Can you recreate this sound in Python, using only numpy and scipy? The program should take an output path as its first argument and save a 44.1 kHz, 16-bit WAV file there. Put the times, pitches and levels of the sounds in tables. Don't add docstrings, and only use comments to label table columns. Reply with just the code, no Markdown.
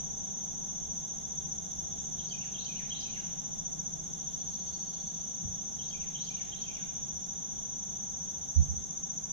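import sys
import numpy as np
from scipy import signal
from scipy.fft import rfft, irfft
from scipy.io import wavfile
from scipy.ndimage import uniform_filter1d

SR = 44100
rng = np.random.default_rng(int(sys.argv[2]) if len(sys.argv) > 2 else 0)


def wav_out(sig):
    wavfile.write(sys.argv[1], SR, np.round(np.clip(np.atleast_2d(sig).T, -1, 1) * 32767).astype(np.int16))


N = 411012
TIME = np.arange(N) / SR


def from_db(db):
    return 10 ** (np.asarray(db) / 20)


def in_time(rows):
    s, *columns = np.transpose(rows)
    return [np.interp(TIME, s, column) for column in columns]


def at_hz(points, hz):
    table_hz, table_db = np.array(points).T
    return np.interp(np.log(hz), np.log(table_hz), table_db)


def waver(spread_db, step_s):
    steps = np.arange(0, TIME[-1] + 1, step_s)
    return from_db(spread_db * np.interp(TIME, steps, rng.standard_normal(len(steps))))


def diffuse(gain_at):
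    # f/Hz, correlation (-1 to 1)
    likeness = [(40, 0.19), (150, 0.25), (300, -0.34), (500, -0.73), (800, -0.91), (1200, -0.72),
                (1700, -0.66), (2400, -0.09), (3400, 0.62), (4600, 0.48), (5500, 0.16), (7500, -0.22),
                (9000, 0.0821), (12000, 0.15)]
    hz = np.fft.rfftfreq(N, 1 / SR) + 1
    mid, side = rfft(rng.standard_normal((2, N))) * gain_at(hz)
    alike = np.clip(at_hz(likeness, hz), -1, 1)
    spectra = np.sqrt(1 + alike) * mid + np.sqrt(1 - alike) * side * [[1], [-1]]
    noise = irfft(spectra, N)
    return noise / noise.std()


def coloured(spectrum):
    def gain_at(hz):
        inside = (hz > spectrum[0][0]) * (hz < spectrum[-1][0])
        return from_db(at_hz(spectrum, hz)) * inside
    return diffuse(gain_at)


def woods(x, t60, wet_db, rise_s, stir_db=0):
    t = np.arange(int(.7 * SR)) / SR
    tail = rng.standard_normal((2, len(t))) * from_db(-60 * t / t60) * (1 - np.exp(-t / rise_s))
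    tail *= from_db(wet_db) / np.sqrt(np.sum(tail ** 2, axis=1, keepdims=True))
    stirred = x.mean(axis=0) * waver(stir_db, step_s=.003)
    return x + signal.oaconvolve(np.atleast_2d(stirred), tail, axes=1)[:, :N]


def add(out, s, sound):
    i = round(s * SR)
    out[:, i:i + sound.shape[1]] += sound[:, :N - i]


def whistle(rows, rough):
    s, hz, left_db, right_db = np.transpose(rows)
    t = np.arange(s[0], s[-1], 1 / SR)
    phase = 2 * np.pi * (rng.random() + np.cumsum(np.interp(t, s, hz)) / SR)
    hold = 130
    steps = rng.standard_normal((2, len(t) // hold + 2))
    flutter = 1 + rough * np.repeat(steps, hold, axis=1)[:, :len(t)]
    levels = from_db([np.interp(t, s, left_db), np.interp(t, s, right_db)])
    levels = levels * uniform_filter1d(flutter, size=hold)
    return levels * signal.windows.tukey(len(t), .5) * np.sin(phase)


def wing_strokes(beat, period_s, hz, droop_hz, length_s, spread_db, octave_db=-90):
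    count = np.round(beat).astype(int)
    place = np.clip((beat - count) * period_s / length_s, -.5, .5)
    chance = rng.standard_normal((count.max() + 9, 2))[count + 4]
    pitch = hz - droop_hz * 4 * place ** 2 + 12.0 * chance[:, 0]
    phase = 2 * np.pi * np.cumsum(pitch) / SR
    level = from_db(spread_db * chance[:, 1]) * np.cos(np.pi * place) ** 1.1
    return level * (np.sin(phase) + from_db(octave_db) * np.sin(2 * phase))


def microphone_hiss():
    # f/Hz, gain/dB
    hiss_spectrum = [(7800, -18), (8800, -2), (9400, 2), (10500, 2.5), (11500, 2.5), (12500, 1),
                     (13500, -2), (14300, -10), (15200, -28.5)]
    return from_db(-74) * coloured(hiss_spectrum)


def leaf_air():
    # f/Hz, gain/dB
    air_spectrum = [(700, -56), (1050, 6), (1500, 5), (2100, -2), (2900, -9), (4300, -9), (5000, -10.5),
                    (6000, -19)]
    return from_db(-62) * coloured(air_spectrum)


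def low_hum():
    # f/Hz, gain/dB
    hum_spectrum = [(12, -49), (20, -1.5), (33, -11), (65, -4.5), (78, -2), (109, -15), (142, -2),
                    (168, 2.5), (209, -2), (288, -12), (452, -12.5), (562, -17.5), (633, -12), (813, -6.5),
                    (1100, -25.5), (1430, -35), (2420, -120)]
    level_db, fade_db_per_s = -46, -0.2039
    bass_top_hz, tone_hz, tone_db = 110, 31, -66
    hum = coloured(hum_spectrum)
    bass = signal.sosfiltfilt(signal.butter(2, bass_top_hz, fs=SR, output="sos"), hum)
    bass_bumps = (waver(spread_db=2, step_s=.1) - 1) * bass
    balance = from_db([[-.5], [.5]])
    tone = from_db(tone_db) * np.sin(2 * np.pi * tone_hz * TIME)
    return tone + from_db(level_db + fade_db_per_s * TIME) * (hum + bass_bumps) * balance


def cicadas():
    # f/Hz, width/Hz, relative level/dB
    resonances = [(3546.8, 380, -4), (3250, 690.5, -14)]
    # t/s, level/dB
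    band_level = [(0.0, -68.5), (2.2, -66.5), (3.4, -67.5), (3.95, -69.5), (4.3, -66), (5.2, -66.5),
                  (5.55, -69), (6.4, -64.5), (7.2, -67.5), (9.32, -70.5)]
    lift_db = 5.5

    def gain_at(hz):
        return sum(from_db(db) / (1 + (2 * (hz - top_hz) / wide_hz) ** 2)
                   for top_hz, wide_hz, db in resonances)

    level = from_db(in_time(band_level)[0] + lift_db)
    return level * waver(spread_db=1.0, step_s=.05) * diffuse(gain_at)


def far_chorus(count):
    # f/Hz, gain/dB
    chorus_spectrum = [(4900, -38), (5300, -27.5), (5550, -17), (5800, -7.5), (6050, -4.5), (6350, -2.5),
                       (6600, -8.5), (6850, -10), (7200, -18.5), (7600, -26.5), (8000, -33.5), (8600, -57)]
    level_db, fade_db_per_s = -44.5, -0.057
    singers = np.zeros((2, N))
    for rate_pick, pitch_pick, beat_start, side_pick in rng.random((count, 4)):
        rate, hz = 13.5 + 2.5 * rate_pick, 5750 + 1000 * pitch_pick
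        song = wing_strokes(TIME * rate + beat_start, 1 / rate, hz, droop_hz=150.3,
                            length_s=.03, spread_db=2.5)
        side_db = 6.0 * (side_pick - .5) * np.array([[1], [-1]])
        singers += from_db(at_hz(chorus_spectrum, hz) + side_db) * song
    singers = woods(singers, t60=0.65, wet_db=0.5, rise_s=.006)
    blend = coloured(chorus_spectrum) + from_db(-8) * singers / singers.std()
    return from_db(level_db + fade_db_per_s * TIME) * blend


def slow_cricket():
    # t/s, left level/dB
    chirp_times = [(0.124, -63), (.63, -59), (1.16, -62), (1.74, -58), (2.22, -55), (2.72, -56),
                   (3.23, -58), (3.71, -68), (4.17, -61), (4.67, -63), (5.2, -60), (5.677, -58),
                   (6.158, -56.5), (6.602, -54), (7.104, -55), (7.646, -62), (8.12, -59), (8.65, -66),
                   (9.095, -71)]
    length_s, pitch_hz, waver_hz, right_offset_db = 0.25, 5550, 45, -11
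    out = np.zeros((2, N))
    for s, level_db in chirp_times:
        t = np.linspace(0, length_s, num=16)
        hz = pitch_hz + waver_hz * rng.standard_normal(len(t))
        left_db = np.full(len(t), level_db)
        rows = np.transpose([t, hz, left_db, left_db + right_offset_db])
        add(out, s, whistle(rows, rough=.9))
    return out


def bout_gate():
    # start t/s, end t/s
    bout_times = [(0, 2.64), (3.99, 6.54), (7.82, 9.2)]
    fade_s = 0.055
    gate = np.zeros(N)
    for start, end in bout_times:
        rise = np.clip((TIME - start) / fade_s + .5 + (start == 0), 0, 1)
        fall = np.clip((end - TIME) / fade_s + .5, 0, 1)
        gate += rise * fall
    return gate


def near_crickets():
    pulse_rates = [14.9, 14.5, 14.5, 15.25, 14.05]
    # top f/Hz, droop at the pulse ends/Hz, length t/s, lag of the left channel/ms
    pulse_shapes = [(6070, 330, .028, .222), (6020, 170, .030, .23), (6395, 200, .024, .0),
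                    (6550, 170, .026, .25), (6190, 120, .017, .25)]
    # at the start t/ms, change/(ms/s)
    beat_drift = [(-23.5, .45), (3.5, .2), (-22.5, -1.1), (-16, .3), (31.5, -.9)]
    # left level/dB, right level/dB
    cricket_levels = [(-33.5, -35), (-34, -36.5), (-43, -43), (-43.5, -40.5), (-66, -42)]
    bout_lift_db, overtone_db, echo_s, echo_db = 3.5, -36.5, .017, -11
    out = np.zeros((2, N))
    for k, (hz, droop_hz, length_s, lag_ms) in enumerate(pulse_shapes):
        start_ms, drift_ms_per_s = beat_drift[k]
        late_ms = start_ms + drift_ms_per_s * TIME
        beat = (TIME - late_ms / 1000) * pulse_rates[k]
        octave_db = overtone_db if k == 0 else -90
        song = wing_strokes(beat, 1 / pulse_rates[k], hz, droop_hz, length_s, 0.5, octave_db)
        if k == 2:
            song = song * from_db(bout_lift_db) * bout_gate()
        delay = np.exp(-2j * np.pi * np.fft.rfftfreq(N, 1 / SR) * lag_ms / 1000)
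        late_song = irfft(rfft(song) * delay, N)
        out += from_db(cricket_levels[k])[:, None] * [late_song, song]
    out += from_db(echo_db) * np.roll(out, round(echo_s * SR), axis=1)
    return woods(out + slow_cricket(), t60=0.41, wet_db=-16.5, rise_s=0.0024)


def thumps():
    # t/s, f/Hz, length t/s, peak level/dB at the right, rumble level/dB before its envelope
    thump_rows = [(5.422, 76.4, 0.07, -35, -47), (8.557, 73.4, 0.1, -12, -41.5),
                  (8.676, 72.2, 0.095, -25, -51.5), (8.762, 70.6, 0.07, -35, -63)]
    octave_db, left_db, left_lag_s = -31, -10.0, .0066
    out = np.zeros((2, N))
    rumble_band = signal.butter(4, [28, 180], "band", fs=SR, output="sos")
    for s, hz, length_s, level_db, rumble_db in thump_rows:
        t = np.arange(0, .3, 1 / SR)
        swell = np.sin(np.pi * np.clip(t / length_s, 0, 1) ** 0.6) ** 2.2
        phase = 2 * np.pi * hz * t
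        boom = from_db(level_db) * swell * (np.sin(phase) + from_db(octave_db) * np.sin(2 * phase))
        rumble = signal.sosfilt(rumble_band, rng.standard_normal((2, len(t))))
        envelope = (t / 0.012) * np.exp(1 - t / 0.031)
        add(out, s, from_db(rumble_db) * rumble / rumble.std() * envelope)
        add(out[1:], s, boom[None])
        add(out[:1], s + left_lag_s, from_db(left_db) * boom[None])
    return out


def rattle():
    # t/s, f/Hz, relative left level/dB, relative right level/dB
    sweep = [(0, 3800, -2, -2), (.011, 4480, 0, 0), (.026, 5100, -4, -4)]
    start_s, period_s, count = 4.120, .0675, 17
    level_db, middle_s, edge_s, edge_db = -63, 4.72, 0.58, -13
    out = np.zeros((2, N))
    for s in start_s + period_s * np.arange(count):
        arch_db = edge_db * ((s - middle_s) / edge_s) ** 4
        sweep_db = level_db + arch_db + 1.2 * rng.standard_normal()
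        add(out, s, from_db(sweep_db) * whistle(sweep, rough=.7))
    return out


def chip():
    # t/s, from f/Hz, to f/Hz, length t/s, left level/dB
    strokes = [(1.98, 6700, 7260, 0.0213, -47.5), (1.998, 7250, 7950, 0.01, -61),
               (2.018, 6800, 7200, 0.0256, -55)]
    out = np.zeros((2, N))
    for s, from_hz, to_hz, length_s, level_db in strokes:
        rows = [(0, from_hz, 0, -3), (length_s, to_hz, 0, -3)]
        add(out, s, from_db(level_db) * whistle(rows, rough=0.76))
    return out


def far_birds():
    scattered = woods(rattle() + chip(), t60=.13, wet_db=2, rise_s=.003, stir_db=4)
    return woods(scattered, t60=0.84, wet_db=-0.5, rise_s=0.0049, stir_db=6.5)


def wren_note(length_s, from_hz, to_hz, glide_s, left_db, right_db, tilt_db):
    waver_hz, fade_db_per_s, tilt_from_hz = 60, -120, 3200
    t = np.linspace(0, length_s, num=12)
    glide_hz = to_hz + (from_hz - to_hz) * np.exp(-t / glide_s)
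    hz = glide_hz + waver_hz * rng.standard_normal(len(t))
    db = fade_db_per_s * t + tilt_db * np.maximum(np.log2(hz / tilt_from_hz), 0)
    return whistle(np.transpose([t, hz, left_db + db, right_db + db]), rough=.45)


def wren_song():
    # t/s into it, length t/s, from f/Hz, to f/Hz, glide time t/s,
    # relative left level/dB, relative right level/dB
    notes = [(-.004, .014, 5400, 4700, .010, -19, -19), (.002, .014, 3700, 4050, .008, -14, -24),
             (.011, .022, 2300, 3230, .002, -10, -19), (.021, .019, 3230, 3160, .010, -11, -7),
             (.030, .016, 3100, 2500, .012, -12, -21), (.046, .028, 2900, 4400, .017, -9, -14),
             (.070, .028, 3950, 4300, .014, -18, -18), (.106, .020, 5750, 3900, .014, -8, -10),
             (.128, .033, 3230, 3170, .014, -14, -11), (.152, .051, 3200, 2430, .006, -8, -15),
             (.229, .027, 2600, 2860, .008, -8, -17), (.250, .050, 2750, 900, .040, -8, -9)]
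    # t/s, level/dB added to the notes, treble tilt/(dB/octave), change of the opening/dB,
    # pause before the closing notes t/s
    phrases = [(2.173, -42.5, 8, -7, 0), (2.53, -40.5, 1, -1.5, 0), (2.8911, -42, 6, 2.5, 0.0078),
               (5.774, -45, 4, -2.5, 0.0023), (6.133, -44, 6, -0.5, 0.0038), (6.503, -43.5, 0, 0.5, 0.0089)]
    warm_up_s, closing_s = .13, .22
    out = np.zeros((2, N))
    for s, level_db, tilt_db, opening_db, pause_s in phrases:
        for into_s, *note in notes:
            opening = max(1 - (into_s / warm_up_s) ** 2, 0)
            db = level_db + opening_db * opening + 1.5 * rng.standard_normal()
            start_s = s + into_s + pause_s * (into_s > closing_s)
            add(out, start_s, from_db(db) * wren_note(*note, tilt_db))
    return out


def wren():
    echo_s, echo_db, left_lag_s = .055, -15, .00027
    lift_hz, lift_width_hz, lift_db = 3190, 350, 7
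    song = wren_song()
    song = song + from_db(echo_db) * np.roll(song, round(echo_s * SR), axis=1)
    song = np.array([np.roll(song[0], round(left_lag_s * SR)), song[1]])
    b, a = signal.iirpeak(lift_hz, lift_hz / lift_width_hz, SR)
    lift = from_db(lift_db) * signal.lfilter(b, a, song + 1e-18)
    scattered = woods(song, t60=.19, wet_db=3, rise_s=.003, stir_db=6)
    return lift + woods(scattered, t60=1.0, wet_db=-5.5, rise_s=0.019, stir_db=10.0)


def scene():
    background = microphone_hiss() + leaf_air() + low_hum()
    insects = cicadas() + far_chorus(count=12) + near_crickets()
    return background + insects + thumps() + far_birds() + wren()


def record(dry):
    stopband_hz = 15200
    return signal.sosfilt(signal.cheby2(12, 60, stopband_hz, fs=SR, output="sos"), dry)


dry = scene()
out = record(dry)
wav_out(out)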